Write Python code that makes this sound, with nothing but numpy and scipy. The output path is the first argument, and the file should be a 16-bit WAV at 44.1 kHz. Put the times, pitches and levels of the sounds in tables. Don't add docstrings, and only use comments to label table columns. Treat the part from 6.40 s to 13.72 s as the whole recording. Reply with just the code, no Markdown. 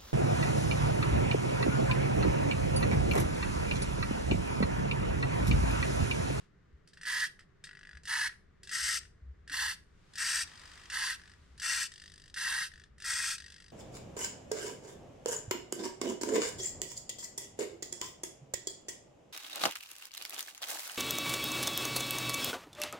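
import sys
import numpy as np
from scipy import signal
from scipy.fft import rfft, irfft
from scipy.io import wavfile
from scipy.ndimage import uniform_filter1d

SR = 44100
rng = np.random.default_rng(int(sys.argv[2]) if len(sys.argv) > 2 else 0)


def wav_record(signal):
    frames = np.transpose(np.atleast_2d(signal))
    bounded = np.clip(frames, -1, 1)
    quanta = np.round(bounded * 32767).astype(np.int16)
    wavfile.write(sys.argv[1], SR, quanta)


N = 322812
TIME = np.arange(N) / SR
FRAME_S = .02002

# (f/Hz, relative level/dB)
TICK_COLOUR = [(600, -31), (1100, -21), (1400, -4.5), (1780, 1), (2300, -14.5), (2750, -10.5), (3400, -7.5),
               (4200, -9.5), (5000, -4), (5900, -12), (7000, -16), (8400, -10.5), (11000, -28),
               (15500, -42)]


def from_db(db):
    return 10 ** (np.asarray(db) / 20)


def rms_one(x):
    return x / np.sqrt(np.mean(x ** 2) + 1e-20)


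def at_hz(points, hz):
    points = np.array(points)
    return np.interp(np.log(hz + 1), np.log(points[:, 0]), points[:, 1])


def butter(x, edge_hz, kind, order=2):
    sos = signal.butter(order, edge_hz, kind, fs=SR, output="sos")
    return signal.sosfilt(sos, x)


def band(x, centre_hz, width_hz, order=2):
    return butter(x, [centre_hz - width_hz / 2, centre_hz + width_hz / 2], "band", order)


def add(out, start_s, sound):
    at = max(0, round(start_s * SR))
    out[:, at:at + sound.shape[1]] += sound[:, :N - at]


def drift(t, rate):
    knots = np.arange(t[0], t[-1] + 2 / rate, 1 / rate)
    return np.interp(t, knots, rng.standard_normal(len(knots)))


def swells(rows):
    return sum(from_db(db) * np.exp(-((TIME - s) / half_s) ** 2) for s, db, half_s in rows)


def air(colour):
    # (f/Hz, likeness/0-1)
    likeness = [(60, 0.82), (150, 0.79), (300, 0.2), (700, 0.07), (2000, 0.54), (6000, 0), (14000, 0)]
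    hz = np.fft.rfftfreq(N, 1 / SR)
    mid, side = rfft(rng.standard_normal((2, N))) * from_db(at_hz(colour, hz))
    alike = at_hz(likeness, hz)
    spectrum = np.sqrt(1 + alike) * mid + np.sqrt(1 - alike) * side * [[1], [-1]]
    return rms_one(irfft(spectrum, N))


def room_tone(level_db=-64.5):
    # (f/Hz, relative density/dB per Hz)
    tone_colour = [(15, -17), (30, -8), (50, -20.5), (105, -17.5), (165, -14), (230, -24), (420, -25.5),
                   (550, -31.5), (850, -37.5), (1200, -32.5), (1900, -32.5), (2400, -41.5), (7000, -53),
                   (15000, -78)]
    return from_db(level_db) * air(tone_colour)


def hum(hz=397, width_hz=25, level_db=-82):
    noise = rng.standard_normal((2, N))
    return from_db(level_db) * rms_one(band(noise, hz, width_hz))


def rumble(hz=68, width_hz=30, gain_db=1, boom_hz=66, uneven_db=3, uneven_per_s=14):
    # (t/s, level/dB)
    murmur_levels = [(0, -76), (1.9, -72), (2.6, -63), (4.2, -67), (5.8, -64.5), (7.3, -67)]
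    # (peak t/s, peak level/dB, half length to 1/e /s)
    boom_rows = [(0.349, -48, 0.015), (1.561, -46.5, 0.021), (2.431, -49, 0.028), (2.833, -44, 0.011),
                 (2.893, -41, 0.036), (3.014, -48.5, 0.02)]
    murmur = rms_one(band(rng.standard_normal(N), hz, width_hz))
    murmur_db = np.interp(TIME, *np.transpose(murmur_levels)) + gain_db + uneven_db * drift(TIME, uneven_per_s)
    boom_pitch = boom_hz * (1 + 0.029 * drift(TIME, 11))
    booms = swells(boom_rows) * np.sin(2 * np.pi * np.cumsum(boom_pitch) / SR)
    return murmur * from_db(murmur_db) + booms


def hiss():
    # (f/Hz, relative level/dB)
    hiss_colour = [(250, -3.5), (600, -7), (1200, 3), (2400, -1.5), (4800, -5), (8500, -10.5), (12000, -26),
                   (15500, -32)]
    # (peak t/s, peak level/dB, half length to 1/e /s)
    hiss_swells = [(0, -67, 0.063), (4.25, -57.5, 0.48), (5.1, -72.5, 0.6)]
    return swells(hiss_swells) * air(hiss_colour)


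def room(x, wet_db=-17, t60_s=0.28, dull_hz=7000, build_s=0.0074):
    t = TIME[:SR // 2]
    envelope = from_db(-60 * t / t60_s) * (1 - np.exp(-t / build_s))
    tail = butter(rng.standard_normal((2, len(t))) * envelope, dull_hz, "low", order=1)
    tail /= np.linalg.norm(tail, axis=1, keepdims=True)
    return x + from_db(wet_db) * signal.fftconvolve(x, tail, axes=1)[:, :N]


def to_ears(x, pan_db, lag_s, scatter_db=-6, scatter_s=0.0025, scatter_hz=3000, wall_s=.0039, wall_db=-13):
    t = TIME[:SR // 40]
    scatter = rng.standard_normal((2, len(t))) * np.exp(-t / scatter_s) * (t > .0006)
    scatter = butter(scatter, scatter_hz, "high", order=1)
    paths = from_db(scatter_db) * scatter / np.linalg.norm(scatter, axis=1, keepdims=True)
    paths[:, 0] += 1
    paths[:, round(wall_s * rng.uniform(.95, 1.05) * SR)] += from_db(wall_db)
    paths /= np.sqrt(np.sum(paths ** 2) / 2)
    left, right = signal.fftconvolve(x[None], paths, axes=1)[:, :len(x)]
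    delay = np.exp(-2j * np.pi * np.fft.rfftfreq(len(x), 1 / SR) * lag_s)
    left = irfft(rfft(left) * delay, len(x))
    return np.array([left * from_db(pan_db / 2), right * from_db(-pan_db / 2)])


def knocks():
    # (t/s, level/dB, f/Hz, decay to 1/e /s)
    knock_rows = [(1.2395, -58, 420, .003), (3.106, -56, 285, .025)]
    out, t = np.zeros((2, N)), TIME[:SR // 4]
    for s, db, hz, decay_s in knock_rows:
        ring = np.sin(2 * np.pi * hz * t) * np.exp(-t / decay_s)
        add(out, s, from_db(db) * ring[None])
    return out


def body(colour, size=4096):
    # (f/Hz, width/Hz, lift/dB)
    resonances = [(1680, 69, 5.5), (1908, 108, 9), (2702, 170, 6), (4670, 180, 2), (6100, 87, 4),
                  (8150, 210, 1), (9790, 380, 3)]
    hz = np.fft.rfftfreq(size, 1 / SR)
    db = at_hz(colour, hz)
    for centre, width, lift in resonances:
        db = db + lift / (1 + (2 * (hz - centre) / width) ** 2)
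    cepstrum = irfft(np.log(from_db(db)))
    cepstrum[1:size // 2] *= 2
    cepstrum[size // 2 + 1:] = 0
    ring = irfft(np.exp(rfft(cepstrum)))
    ring = butter(ring, 700, "high", order=4)
    return ring / np.linalg.norm(ring)


def tick(ring, treble_db, length_s, rattle_db=-6, rise_s=0.00055, chatter_db=-16, chatter_s=0.023,
         split_hz=2500, scrape_gain_db=2):
    t = TIME[:SR // 20]
    decay = np.exp(-t / length_s) + from_db(chatter_db) * np.exp(-t / chatter_s)
    shape = (1 - np.exp(-(t / rise_s) ** 2)) * decay
    scrape = rng.standard_normal(len(t)) * shape
    rattle = signal.fftconvolve(scrape, ring)[:len(t)] / np.linalg.norm(shape)
    knock = ring[:len(t)]
    case = butter(knock + from_db(rattle_db) * rattle, split_hz, "low", order=4)
    case /= np.hypot(1, from_db(rattle_db))
    sound = case + from_db(treble_db + scrape_gain_db) * butter(rattle, split_hz, "high", order=4)
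    loudest = np.sqrt(uniform_filter1d(sound ** 2, SR // 300).max())
    return sound / loudest / 2


def holding(gain_db=4, uneven_db=1.2, pan_db=1, alternate_db=1.0):
    # (first pulse t/s, last pulse t/s, first level/dB, last level/dB, treble/dB, rattle re knock/dB, rattle decay/s)
    hold_rows = [(1.2709, 1.5712, -44.5, -45, -11.5, -6.5, 0.002),
                 (2.612, 2.653, -49.5, -51.5, -6, 0, 0.0019), (4.075, 4.457, -48, -49, 0, 1, 0.0021),
                 (4.796, 4.937, -49.5, -53, -3.5, -1, 0.002), (5.518, 5.899, -45, -52, 7, -9, 0.0023),
                 (6.317, 6.441, -48.5, -51, -3.5, -2.5, 0.0018),
                 (6.981, 7.302, -42.5, -54.5, 5, -2, 0.0032)]
    out, ring = np.zeros((2, N)), body(TICK_COLOUR)
    for first, last, first_db, last_db, treble_db, rattle_db, length_s in hold_rows:
        count = max(1, round((last - first) / FRAME_S) + 1)
        levels = np.linspace(first_db, last_db, count)
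        train = np.zeros(round((count * FRAME_S + .1) * SR))
        for k, db in enumerate(levels):
            bright_db = treble_db + alternate_db * (-1) ** k + rng.normal(0, 0.845)
            kick = tick(ring, bright_db, length_s, rattle_db, chatter_db=-18.0)
            at = round(k * FRAME_S * SR)
            train[at:at + len(kick)] += from_db(db + gain_db + rng.normal(0, uneven_db)) * kick
        add(out, first, to_ears(train, pan_db, lag_s=3e-5, wall_db=-9.5))
    return out


def twitches(kicks, gain_db, top_db, length_s, pan_db, treble_gain_db=-3, top_hz=7000):
    out, ring = np.zeros((2, N)), body(TICK_COLOUR)
    ring = ring + (from_db(top_db) - 1) * butter(ring, top_hz, "high", order=1)
    for s, db, treble_db in kicks:
        kick = tick(ring, treble_db + treble_gain_db, length_s, rattle_db=1.0, rise_s=0.0011, chatter_db=-12.5)
        add(out, s, to_ears(from_db(db + gain_db) * kick, pan_db, lag_s=3e-5))
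    return out


def corrections(rebound_db=-8.5):
    # (t/s, level/dB, treble/dB, rebound after/s)
    correction_rows = [(0.4741, -50.5, 6, .011), (0.533, -48, 0, 0.0074), (0.572, -42.5, -11.5, 0.0061),
                       (0.9921, -42, -11.5, 0.014), (1.2394, -36.5, 2, 0.011), (1.8927, -36, -21, 0.03),
                       (2.2318, -42, 7, .0174)]
    kicks = []
    for s, db, treble_db, rebound_s in correction_rows:
        kicks.append((s, db, treble_db))
        kicks.append((s + rebound_s, db + rebound_db, treble_db))
    return twitches(kicks, gain_db=-0.1, top_db=10, length_s=0.0017, pan_db=-1.2)


def lead_in(rows, take_up_db=-35.5, take_up_treble_db=-12.5):
    kicks = []
    for start_s, *_, count, last_db, growth_db, treble_db in rows:
        for k in range(round(count)):
            kicks.append((start_s - (k + 1) * FRAME_S, last_db - k * growth_db, treble_db))
        kicks.append((start_s, take_up_db, take_up_treble_db))
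    return kicks


def motor_speed(t, driven_s, run_up_s, coast_s, start_speed=.33):
    run_up = 1 - (1 - start_speed) * np.exp(-t / run_up_s)
    return run_up * np.clip((driven_s + coast_s - t) / coast_s, .02, 1)


def teeth(t, speed, mesh_hz=901.5, jitter=.2, uneven_db=3.0, bounce_per_s=3500, bounce_db=-6, slide_db=-17,
          waver_db=1.0, waver_per_s=230):
    contact_rate = mesh_hz * speed * (1 + jitter * drift(t, mesh_hz))
    contacts = np.cumsum(contact_rate) / SR
    meets = np.diff(np.floor(contacts), prepend=0)
    bounces = (rng.random(len(t)) < bounce_per_s * speed / SR) * rng.choice([-1, 1], len(t))
    sizes = from_db(uneven_db * np.clip(rng.standard_normal(len(t)), -2, 2))
    slide = from_db(slide_db) * rng.standard_normal(len(t))
    force = (meets + from_db(bounce_db) * bounces) * sizes + slide
    force *= from_db(waver_db * np.clip(drift(t, waver_per_s), -2, 2))
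    return force / np.sqrt(uniform_filter1d(force ** 2, SR // 40))


def strokes(rows, colour, pan_db, lag_s, climb_db, arch_db, growl_arch_db, ring_sag_db,
            rasp_power=0.92, ring_power=1.52, pace_power=.45, split_hz=2400, growl_hz=1005, growl_width_hz=268,
            flutter_db=0.92, flutter_per_s=70, ring_flutter_db=1.53, throb_db=1.0, wheel_hz=39):
    out, ring = np.zeros((2, N)), body(colour)
    for start_s, driven_s, run_up_s, coast_s, rasp_db, ring_db, growl_db, *_ in rows:
        t = np.arange(0, driven_s + coast_s, 1 / SR)
        speed = motor_speed(t, driven_s, run_up_s, coast_s)
        pace = speed ** pace_power
        travel = np.minimum(2 * t / driven_s - 1, 1)
        rattle = signal.fftconvolve(teeth(t, pace), ring)[:len(t)]

        rasp = rms_one(butter(rattle, split_hz, "high", order=6))
        rasp *= speed ** rasp_power * from_db(climb_db * travel - arch_db * travel ** 2)

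        case_db = ring_db - ring_sag_db * travel + ring_flutter_db * drift(t, flutter_per_s)
        case = rms_one(butter(rattle, split_hz, "low", order=6)) * from_db(case_db)

        growl = band(teeth(t, pace, jitter=.7), growl_hz, growl_width_hz, order=4)
        wheel_turns = np.cumsum(wheel_hz * speed) / SR + rng.random()
        throb = throb_db * np.sin(2 * np.pi * wheel_turns)
        growl = rms_one(growl) * from_db(growl_db + throb - growl_arch_db * travel ** 2)

        flutter = flutter_db * drift(t, flutter_per_s)
        level = from_db(rasp_db + flutter) * signal.windows.tukey(len(t), .02)
        add(out, start_s, to_ears(level * speed ** ring_power * (case + growl), pan_db, lag_s))
        add(out, start_s, to_ears(level * rasp, pan_db, lag_s))
    return out


def leaning_back():
    # (start t/s, driven/s, run-up/s, coast/s, rasp level/dB, case ring re rasp/dB, growl re rasp/dB,
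    #  kicks before the start/count, last kick level/dB, growth per kick/dB, kick treble/dB)
    back_rows = [(2.3124, 0.25, .025, .037, -33.5, -2, -30, 2, -35.5, 4.7, 4.2),
                 (3.775, 0.24, .015, .033, -33, -1.8, -25.5, 2, -36.5, 10.5, 9),
                 (5.2176, 0.2, .02, 0.066, -33.5, -1.5, -24.5, 2, -35, 12, 8.2),
                 (6.641, .27, .02, 0.064, -34.5, -1, -24.5, 3, -36.5, 6.9, 1.4)]
    # (f/Hz, relative level/dB)
    back_colour = [(590, -50.5), (1000, -30.5), (1120, -27.5), (1330, -5), (1820, -2.5), (2420, -4.5),
                   (2770, -9), (3960, -14), (4870, -6.5), (6120, -9), (7030, -14.5), (8340, -5),
                   (9150, -16), (12500, -26.5), (15500, -39)]
    gears = strokes(back_rows, back_colour, pan_db=0.3, lag_s=1e-5, climb_db=1.1, arch_db=1.0,
                    growl_arch_db=3.5, ring_sag_db=0.8)
    return gears + twitches(lead_in(back_rows), gain_db=.8, top_db=7, length_s=0.0014, pan_db=-0.5)


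def sitting_up():
    # (start t/s, driven/s, run-up/s, coast/s, rasp level/dB, case ring re rasp/dB, growl re rasp/dB,
    #  kicks before the start/count, last kick level/dB, growth per kick/dB, kick treble/dB)
    up_rows = [(0.6522, 0.19, .034, 0.045, -35.5, 3, -19, 2, -37.5, 3, -4.5),
               (1.6735, .2, .018, 0.015, -36, 3, -13, 2, -39, 12, 6),
               (3.1165, 0.19, .014, 0.049, -35, 1.5, -14, 2, -34.5, 6.5, -4.5),
               (4.5195, 0.19, .02, .06, -35.5, 1, -13.5, 1, -33.5, 0, 0),
               (5.9612, 0.27, 0.034, 0.061, -36, 2, -16.5, 1, -36.5, 0, 6)]
    # (f/Hz, relative level/dB)
    up_colour = [(590, -46), (1000, -22), (1120, -34.5), (1290, -8), (1410, -10.5), (1580, -2.5),
                 (1840, -3), (2420, -10), (2710, -11.5), (4010, -13.5), (4760, -11), (7360, -20),
                 (8440, -13), (13200, -29), (15500, -44)]
    gears = strokes(up_rows, up_colour, pan_db=-1.95, lag_s=3.8e-5, climb_db=0.27, arch_db=2.2,
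                    growl_arch_db=9.5, ring_sag_db=0.65)
    return gears + twitches(lead_in(up_rows), gain_db=1.4, top_db=8.0, length_s=0.001, pan_db=-2.2)


def scene():
    background = room_tone() + hum() + rumble() + hiss()
    robot = knocks() + holding() + corrections() + leaning_back() + sitting_up()
    return background + room(robot)


def record(dry, cutoff_hz=15700):
    # (f/Hz, left re right/dB)
    mic_balance = [(60, 1.5), (150, 0.5), (350, -4.5), (700, -2), (1300, 2), (4500, 3), (9000, -0.5),
                   (15000, -1.5)]
    tilt_db = at_hz(mic_balance, np.fft.rfftfreq(N, 1 / SR))
    coloured = irfft(rfft(dry) * from_db(tilt_db * [[.5], [-.5]]), N)
    steep_cut = signal.ellip(10, .1, 80, cutoff_hz, fs=SR, output="sos")
    return signal.sosfilt(steep_cut, coloured)


dry = scene()
out = record(dry)
wav_record(out)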